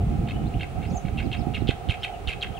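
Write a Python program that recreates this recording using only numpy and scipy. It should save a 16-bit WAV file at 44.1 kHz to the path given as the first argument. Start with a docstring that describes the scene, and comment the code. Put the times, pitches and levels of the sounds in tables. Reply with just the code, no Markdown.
"""Reed warbler in the wind

A reed warbler on a branch a few metres away sings twelve harsh notes, each a quick run of buzzy gliding tones.
Small birds whistle far off as plain sines, and the leaves return a soft echo made of fading noise.
Wind, made of low noise and single pulses, buffets the two microphone ports.
A narrow band of noise drones and throbs on the right, over a faint hiss and a thin high whine."""
import sys
import numpy as np
from scipy import signal
from scipy.fft import rfft, irfft, next_fast_len
from scipy.io import wavfile
from scipy.ndimage import uniform_filter1d

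SR = 44100
rng = np.random.default_rng(int(sys.argv[2]) if len(sys.argv) > 2 else 0)


def volts_from_db(level):
    """Convert decibel levels to linear amplitude ratios."""
    exponent = np.asarray(level, float) / 20
    return 10 ** exponent


def master(y):
    """Save y as 16-bit WAV."""
    cut = np.clip(np.atleast_2d(y).T, -1, 1)
    pcm = np.round(cut * 32767)  # scale
    wavfile.write(sys.argv[1], SR, pcm.astype(np.int16))


N = 114219  # length in samples, about 2.6 s


def colour(x, table):
    """Make some pitches louder and others softer, following points of f/Hz and level/dB."""
    hz, db = np.array(table, float).T
    size = next_fast_len(x.shape[-1])
    f = np.maximum(np.arange(size // 2 + 1) * SR / size, 1)
    gain = volts_from_db(np.interp(np.log(f), np.log(hz), db))
    return irfft(rfft(x, size) * gain, size)[..., :x.shape[-1]]


def unit(x):
    """Scale to an rms (average strength) of 1."""
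    return x / np.sqrt(np.mean(x ** 2, axis=-1, keepdims=True))


def walk(rate):
    """A random wandering curve of rms 1: levels held for 1 / rate seconds, then smoothed twice."""
    hold = int(SR / rate)
    steps = np.repeat(rng.standard_normal(N // 10), hold)[:N]
    return unit(uniform_filter1d(uniform_filter1d(steps, hold), hold))


def pan(x, db):
    """Spread one sound over two channels, the left louder than the right by db."""
    left_gain = volts_from_db(db / 2 + 0 * x)
    right_gain = volts_from_db(-db / 2 + 0 * x)
    return x * np.array([left_gain, right_gain])


def pair(table, alike):
    """Two coloured noises, left and right, that have a share `alike` of their power in common."""
    common, left, right = unit(colour(rng.standard_normal((3, N)), table))
    alike = np.clip(alike, 0, 1)
    return np.sqrt(alike) * common + np.sqrt(1 - alike) * np.array([left, right])


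def add(out, s, x):
    """Mix x into out from time s in seconds."""
    i = int(s * SR)
    n = min(x.shape[-1], N - i)
    out[..., i:i + n] += x[..., :n]


def glide(ms, hz0, hz1, edge_ms):
    """Phase and soft-edged envelope of a short glide; it is ms long between its half-height points."""
    total_ms = ms + 2 * edge_ms
    t = np.arange(int(total_ms * SR / 1000)) * 1000 / SR
    env = np.sin(np.pi / 2 * np.clip(np.minimum(t, total_ms - t) / (2 * edge_ms), 0, 1)) ** 2
    hz = hz1 + (hz0 - hz1) * np.cos(np.linspace(0, np.pi / 2, len(t))) ** 2  # holds, slides, holds
    return 2 * np.pi * np.cumsum(hz) / SR, env


def whistle(s, hz, db):
    """A sine whose pitch and level follow curve points; returns its start time and its sound."""
    t = np.arange(s[0], s[-1], 1 / SR)
    fade = np.clip(np.minimum(t - s[0], s[-1] - t) / .004, 0, 1)
    pitch = uniform_filter1d(np.interp(t, s, hz), size=SR // 200)  # corners rounded over 5 ms
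    tone = np.sin(2 * np.pi * np.cumsum(pitch) / SR)
    return s[0], np.sqrt(2) * fade * volts_from_db(np.interp(t, s, db)) * tone


def warbler():
    """Gliding tones chopped by an uneven buzz and by breath, with a broad rasp, through the throat."""
    # bursts of the notes: t/s, length/ms, level/dB before the throat, first f/Hz, last f/Hz, buzz depth
    bursts = [(0.274, 3.9, -40.5, 3000, 2700, 0.5), (0.2849, 6.2, -37, 2280, 2610, 0.99),
              (0.297, 4.5, -39, 2370, 2600, 2), (0.3071, 4.9, -34.5, 2350, 2700, 0.79),
              (0.318, 3.7, -37, 2390, 2070, 0.73), (0.595, 6.7, -41.5, 2900, 2460, 0.64),
              (0.6075, 3.2, -32, 2200, 2320, 0.68), (0.6105, 4.7, -36, 2740, 2920, 0.41),
              (0.618, 6.6, -37.5, 3210, 2680, 0.42), (0.629, 3.5, -30, 2140, 2280, 0.39),
              (0.6318, 3.1, -29, 2810, 2430, 0.49), (0.6401, 5.9, -39.5, 2345, 1980, 0.78),
              (0.6486, 7.3, -51, 2670, 1920, 1.3), (0.816, 10.5, -48.5, 2150, 2090, 0.7),
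              (0.8267, 11.4, -45, 2300, 2193, 0.91), (0.837, 12, -51, 2680, 2830, 0.23),
              (0.8423, 9.2, -51, 2500, 2770, 0.63), (0.8505, 7.6, -43, 2330, 1980, 0.99),
              (0.86, 10, -51, 2500, 2900, 0.65), (1.051, 5.1, -41.5, 2260, 2320, 0.63),
              (1.057, 8.5, -50, 2740, 2980, 0.41), (1.07, 8.2, -45, 2350, 2220, 0.46),
              (1.08, 6.8, -42.5, 2260, 2190, 0.76), (1.173, 4.5, -41, 2940, 2820, 0.83),
              (1.1793, 3.2, -34, 2770, 2580, 0.39), (1.1853, 14, -35, 2860, 2360, 0.47),
              (1.1996, 6.9, -35, 2537, 2000, 0.72), (1.208, 1.7, -34.5, 2670, 2740, 0.61),
              (1.2141, 4.5, -43.5, 2140, 2260, 0.93), (1.2254, 5.4, -37, 2210, 2580, 0.57),
              (1.235, 4, -45, 2300, 2260, 0.63), (1.3153, 3.4, -37, 2630, 2800, 0.82),
              (1.3223, 4.4, -34.5, 3060, 2700, 0.8), (1.3285, 5.6, -30.5, 3170, 2660, 0.3),
              (1.334, 6, -32, 2560, 2660, 0.34), (1.3405, 3.4, -39, 3180, 3270, 0.29),
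              (1.345, 8.3, -35, 2460, 2050, 1.06), (1.35, 1.9, -37, 2570, 2700, 0.66),
              (1.3576, 4.1, -44, 2240, 2280, 1.1), (1.363, 6.2, -49, 2670, 2470, 0.5),
              (1.366, 7.7, -41.5, 2385, 2680, 0.52), (1.5373, 3, -37, 2620, 2730, 0.67),
              (1.5445, 11, -30, 2864, 2770, 0.48), (1.557, 5.8, -31, 2580, 2350, 0.24),
              (1.5628, 11.5, -34, 2577, 2015, 0.86), (1.573, 4.4, -46, 2670, 2860, 0.68),
              (1.578, 2.5, -33.5, 2960, 2710, 0.24), (1.6724, 3.5, -36, 3330, 3070, 1.6),
              (1.6794, 3, -29.5, 3000, 2800, 0.94), (1.6856, 12.6, -28, 3370, 2470, 0.47),
              (1.7019, 9.8, -33.5, 2343, 2640, 1.2), (1.708, 2.8, -28.5, 2484, 2600, 1.1),
              (1.7127, 7.1, -47, 3080, 3220, 0.46), (1.7265, 6.2, -44, 2350, 1680, 1.1),
              (1.888, 3.2, -32, 3200, 2800, 0.52), (1.8949, 3.8, -26.5, 3040, 2740, 1),
              (1.9008, 12, -27, 3286, 2360, 0.21), (1.9153, 7, -32.5, 2096, 2510, 0.41),
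              (1.922, 2.4, -27.5, 2500, 2460, 0.52), (1.93, 4.1, -38, 2710, 2910, 1),
              (1.934, 3.7, -45, 2790, 3060, 0.37), (1.94, 7.1, -32, 2250, 2630, 0.58),
              (1.9483, 4, -38, 2500, 2140, 0.23), (1.961, 3.9, -62, 2250, 2300, 0.4),
              (2.0237, 2, -37, 3030, 2840, 0.58), (2.0317, 2.6, -26, 3210, 2940, 0.45),
              (2.0363, 15.7, -27, 3145, 2330, 0.41), (2.0542, 7.9, -34.5, 2240, 2640, 0.43),
              (2.0663, 6.4, -44, 3250, 2690, 0.23), (2.0777, 6.2, -40, 2085, 2380, 0.57),
              (2.2736, 3.5, -32, 2950, 3180, 0.66), (2.28, 5.4, -29, 2900, 2790, 0.76),
              (2.2867, 12.5, -24.5, 3050, 2260, 0.2), (2.3022, 9.6, -30, 2206, 2790, 0.57),
              (2.316, 2.1, -31, 2310, 2300, 0.84), (2.317, 2.9, -36, 2970, 2610, 1.1),
              (2.3263, 10, -32.5, 2510, 2530, 0.58), (2.339, 3.5, -40, 2330, 2200, 0.3),
              (2.411, 2.5, -38, 3840, 4070, 0.49), (2.419, 2.1, -26, 3220, 3260, 0.8),
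              (2.425, 11.9, -26.5, 3344, 2360, 0.35), (2.4407, 9.9, -33.5, 2256, 1870, 1.2),
              (2.4519, 8.7, -59, 2700, 2110, 2.7), (2.4621, 11.5, -41, 2070, 2260, 1.4)]
    # partials beside the main tone: multiple of its pitch, level/dB in a burst of reference_db
    overtones = [(.5, -22.5), (2, -28.5), (3, -27.5), (4, -26)]
    # tone colour of the throat: f/Hz, level/dB
    throat = [(900, -9), (1400, -2.5), (2200, -2.5), (3200, -0.5), (4100, 3), (4700, -1), (5300, -3.5),
              (6500, -5), (12600, -14), (14000, -31)]
    buzz_hz, buzz_jitter, buzz_sharp = 530, .16, 1.0  # second oscillator that chops the tone
    buzz_on_level, buzz_on_phase = .65, .75  # the buzz shakes the level, a faster wander the pitch
    breath_db, rasp_db, edge_ms = -6, -21, 1.1
    overtone_per_db, reference_db = 1.4, -28  # softer bursts are purer
    beak_hz, beak_db = 3990, 11.5  # the rasp peaks in the open beak
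    near_ms, near_db = 1.9, -7  # a close reflection steps the glides
    lump_db, lump_rate = 1.8, 260  # uneven pressure inside a burst

    out = np.zeros(N)
    wobbly_hz = buzz_hz * (1 + buzz_jitter * walk(300))
    chop = np.exp(buzz_sharp * np.cos(2 * np.pi * np.cumsum(wobbly_hz) / SR))
    rough = unit(unit(chop - chop.mean()) + volts_from_db(breath_db) * walk(3400))
    shake = walk(2400)
    chopped_noise = rng.standard_normal(N) * unit(chop)
    rasp = colour(chopped_noise, [(beak_hz / 2, 0), (beak_hz, beak_db), (beak_hz * 1.2, 0)])
    for s, ms, db, hz0, hz1, buzz in bursts:
        phase, env = glide(ms, hz0, hz1, edge_ms)
        i = slice(int(s * SR), int(s * SR) + len(phase))
        phase = phase + buzz_on_phase * buzz * shake[i]
        tone = np.sin(phase)
        for multiple, overtone_db in overtones:
            tone = tone + volts_from_db(overtone_db + overtone_per_db * (db - reference_db)) * np.sin(multiple * phase)
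        voice = tone * (1 + buzz_on_level * buzz * rough[i]) + volts_from_db(rasp_db) * rasp[i]
        add(out, s - edge_ms / 1000, unit(voice) * env * volts_from_db(db))
    out = out + volts_from_db(near_db) * np.roll(out, int(near_ms * SR / 1000))
    return colour(out * volts_from_db(lump_db * walk(lump_rate)), throat)


def arched_whistles():
    """A distant bird's whistles: sines that rise to a top pitch and fall again."""
    # shape shared by all arches: t/s from the top, pitch ratio to the top, level/dB
    t, ratio, shape_db = np.array([(-.06, .67, -12), (-.04, .83, -8), (-.025, .93, -4), (-.012, .98, -2),
                                   (0, 1, -2), (.012, .965, -3), (.025, .79, 2), (.044, .62, 0),
                                   (.058, .535, -14)]).T
    # each arch: top t/s, top f/Hz, level/dB, left minus right/dB, stretch of the rise, level of the fall/dB
    arches = [(.893, 5190, -65, 18, 1.1, -3), (1.24, 5100, -64, 14, 0.77, 0),
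              (1.391, 5270, -61.5, 16, 0.55, -1), (1.582, 5280, -65, 13, 0.24, 0),
              (2.035, 5460, -59, 8, .7, -25)]
    out = np.zeros((2, N))
    for s, hz, db, pan_db, rise, fall_db in arches:
        times = s + t * np.where(t < 0, rise, 1)
        levels = db + shape_db + fall_db * np.clip(t / 0.023, 0, 1)
        start, sound = whistle(times, hz * ratio, levels)
        add(out, start, pan(sound, pan_db))
    return out


def high_warble():
    """A small bird's warble: one sine leaping up and down in pitch."""
    # points on its path: t/s, f/Hz, level/dB
    path = [(0.888, 7170, -68), (0.896, 7160, -67), (0.898, 7060, -65), (0.908, 5523, -56),
            (0.918, 6837, -67), (0.923, 6880, -55), (0.93, 7180, -65), (0.939, 6294, -49.5),
            (0.95, 6908, -59), (0.96, 7420, -46.5), (0.969, 6700, -46), (0.976, 6240, -45),
            (0.982, 6240, -47), (0.992, 6050, -79)]
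    out = np.zeros((2, N))
    start, sound = whistle(*np.array(path).T)
    add(out, start, pan(sound, 1.3))
    return out


def peeps():
    """Soft peeps on the left: short gliding sines with a rough level."""
    # each peep: t/s, length/ms, level/dB of a smooth peak at the centre, first f/Hz, last f/Hz, roughness
    peep_list = [(0.333, 36, -50, 2960, 2960, 0.32), (0.384, 55, -62.5, 2990, 2955, 0.58),
                 (.452, 16, -56, 3460, 3740, .3), (0.465, 21.5, -62, 3990, 4420, 0.82),
                 (.533, 11, -51, 2460, 2840, 1.6), (.546, 12, -54, 2970, 3050, 1.5),
                 (.567, 14, -54, 2890, 2920, .7), (2.133, 25, -55, 3010, 2680, 0.9),
                 (2.537, 15, -49.5, 2750, 3400, 0.4), (2.565, 17, -44.5, 3360, 2500, 0.51)]
    out = np.zeros((2, N))
    rough = walk(1200)
    for s, ms, db, hz0, hz1, depth in peep_list:
        phase, env = glide(ms, hz0, hz1, 2.8)
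        rough_part = rough[int(s * SR):].take(np.arange(len(phase)), mode="wrap")
        sound = volts_from_db(db) * env * np.sin(phase) * (1 + depth * rough_part)
        add(out, s, pan(sound, 11))
    return out


def far_birds():
    """Arched whistles, one high warble and soft peeps, all fluttering with distance."""
    return (arched_whistles() + high_warble() + peeps()) * volts_from_db(2.0 * walk(150))


def leaves(x):
    """Scattered echo: noise with a short and a long fading tail, different on each side."""
    t = np.arange(SR) / SR

    def tail(t60):
        """A fade of 60 dB in t60 seconds, scaled so that its length does not change its strength."""
        return np.exp(-np.log(1000) * t / t60) * np.sqrt(2 * np.log(1000) / t60 / SR)

    fading = volts_from_db(-12.5) * tail(.12) + volts_from_db(-16.5) * tail(0.43)
    echoes = rng.standard_normal((2, SR)) * fading * (t > .003)  # silent for the first 3 ms
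    wet = signal.fftconvolve(x, echoes, axes=1)[:, :N]
    return colour(wet, [(1200, 6.5), (2500, 2), (3500, 3), (5000, 0.5), (9000, 7)])


def turbulence():
    """Low noise whose level flutters and which the two ports hear partly alike."""
    # path of the wind: t/s, level/dB before the splitting below, left minus right/dB before the shares below
    gusts = [(0.0, -25, -0.5), (0.23, -23.5, -4.5), (0.29, -26, -1), (0.459, -21, -5), (0.52, -32.5, -4),
             (0.549, -23.5, -6.5), (0.64, -33.5, -4), (0.71, -33, -6.5), (0.79, -26, -8),
             (0.84, -32.5, -9.5), (0.92, -23.5, -10), (1.01, -39, -8.5), (1.05, -32, -17),
             (1.12, -28.5, -9), (1.3, -27, -11.5), (1.33, -33, -2), (1.4, -27.5, -13.5), (1.59, -33, -11.5),
             (1.62, -28.5, -16), (1.67, -30.5, -13.5), (1.689, -29.5, -16), (1.74, -37, -13),
             (1.781, -39.5, 5), (1.86, -40.5, -25), (1.89, -27, -14), (1.94, -43.5, -17), (2.03, -42, -25),
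             (2.07, -45, -6), (2.21, -37.5, -11), (2.28, -35, -17), (2.33, -42.5, -16), (2.368, -34, -16.5),
             (2.41, -39.5, -10), (2.51, -32, -14), (2.55, -46, -9), (2.59, -30, -5)]
    # tone colour of the noise: f/Hz, level/dB
    wind_colour = [(15, -13), (40, 1.5), (90, 3), (160, 0), (300, -12.5), (500, -25), (900, -47),
                   (2000, -29), (6000, -120)]
    # the unshared part is brighter: f/Hz, level/dB
    own_tilt = [(30, -14), (100, -3), (300, 5)]
    gust_db, gust_rate = 3, 45
    share_top, share_per_db = .96, .028  # the ports agree most when equally hit
    bright_per_db, bright_at_db = 1, -22  # strong gusts reach higher
    low_pan, high_pan = 0.83, 1.28  # shares of the pan: the bass reaches both ports more evenly

    s, level, balance = np.array(gusts).T
    t = np.arange(N) / SR
    db = np.interp(t, s, level)
    pan_db = np.interp(t, s, balance)
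    share = np.clip(share_top - share_per_db * abs(pan_db), 0, 1)
    both, left, right = colour(rng.standard_normal((3, N)), wind_colour)
    shared = unit(both) * volts_from_db(1.5 * walk(26.07))
    own = unit(colour(np.array([left, right]), own_tilt)) * volts_from_db(gust_db * walk(gust_rate))
    air = unit(np.sqrt(share) * shared + np.sqrt(1 - share) * own)
    low = colour(air, [(90, 0), (220, -9.5)]) * pan(np.ones(N), low_pan * pan_db)
    high = colour(air, [(90, -23.5), (220, -2)]) * volts_from_db(2.0 * walk(30.16))
    high = high * pan(volts_from_db(bright_per_db * (db - bright_at_db)), high_pan * pan_db)
    return (low + high) * volts_from_db(db)


def buffets():
    """Single hard pushes of wind: a sine of a few cycles under a rounded hump."""
    # each push: t/s (it begins 1.9 ms later), level/dB (lowered by 4 below), f/Hz, left minus right/dB
    thumps = [(0.193, -11, 163, -2), (0.561, -18.5, 186, -6), (0.91, -26, 95, 6), (1.045, -13.5, 135, -9),
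              (1.408, -20.5, 80, -17), (1.466, -15.5, 220, -20.5), (1.618, -16, 237, -17),
              (1.685, -14, 103, -22.5), (1.688, -14, 306, -25.5), (1.885, -18, 73, -15),
              (2.271, -21, 58.3, -19)]
    peak_cycles = 0.78  # the hump is highest after this many cycles
    out = np.zeros((2, N))
    for s, db, hz, pan_db in thumps:
        cycles = np.arange(int(3 * peak_cycles * SR / hz)) * hz / SR
        hump = np.exp(-(cycles / peak_cycles - 1) ** 2 * 3)
        add(out, s + 0.0019, pan(volts_from_db(db - 4) * np.sin(2 * np.pi * cycles) * hump, pan_db))
    return out


def wind():
    """Turbulence and buffets at the ports, with the very deep and the high pitches cut."""
    # limits of the wind's pitch range: f/Hz, level/dB
    limits = [(22, -7), (40, 0), (900, 0), (2500, -80)]
    return colour(turbulence() + buffets(), limits)


def drone():
    """A narrow band of noise on the right that throbs at random, nearly alike on both sides."""
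    # shape of the band: f/Hz, level/dB
    band = [(600, -14), (650, -11.5), (700, 4.5), (740, 0), (780, 1), (840, -6), (890, -19.5), (950, -42)]
    # extra cut outside the band: f/Hz, level/dB
    edges = [(300, -60), (560, 0), (1000, 0), (2000, -70)]
    level_db, throb_db, pan_db = -42.5, 2.5, -8
    throb = volts_from_db(level_db + throb_db * walk(24.02))
    return colour(pair(band, 0.95), edges) * pan(throb, pan_db)


def hiss():
    """Broad noise, almost unrelated on the two sides."""
    # tone colour of the noise: f/Hz, level/dB per Hz (relative)
    spectrum = [(20, -25), (60, -3.5), (120, -14.5), (270, -26.5), (400, -9), (600, -18.5), (1000, -25),
                (1160, -26), (1280, -18.5), (1380, -25), (1700, -30.5), (2600, -27), (3300, -34),
                (4100, -37.5), (4950, -42), (8900, -42.5), (14200, -52), (16000, -46)]
    # the left port hisses brighter: f/Hz, level/dB
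    left_tilt = [(5000, 0.5), (14000, 1)]
    left, right = volts_from_db(-41) * pair(spectrum, 0.048)
    return np.array([colour(left, left_tilt), right])


def whine():
    """A thin, very high sine whose phase wanders a little."""
    phase = 2 * np.pi * 15636 * np.arange(N) / SR + .6 * walk(8)
    return pan(volts_from_db(-74) * np.sin(phase), 5.1)


def background():
    """The drone, the hiss and the whine together."""
    return drone() + hiss() + whine()


def scene():
    """All sources at the microphone; only the birds are echoed by the leaves."""
    birds = pan(warbler(), -1.5) + far_birds()
    return birds + leaves(birds) + wind() + background()


def roll_off(x):
    """The treble ends steeply here."""
    return signal.sosfilt(signal.butter(12, 15690, fs=SR, output="sos"), x)


def record(dry):
    """Finish the mix: cut it steeply above 15.75 kHz, just above the whine."""
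    # low-pass filter: f/Hz, level/dB
    top_cut = [(15750, 0), (15950, -60)]
    finished = colour(dry, top_cut)
    return roll_off(finished)


dry = scene()
out = record(dry)
master(out)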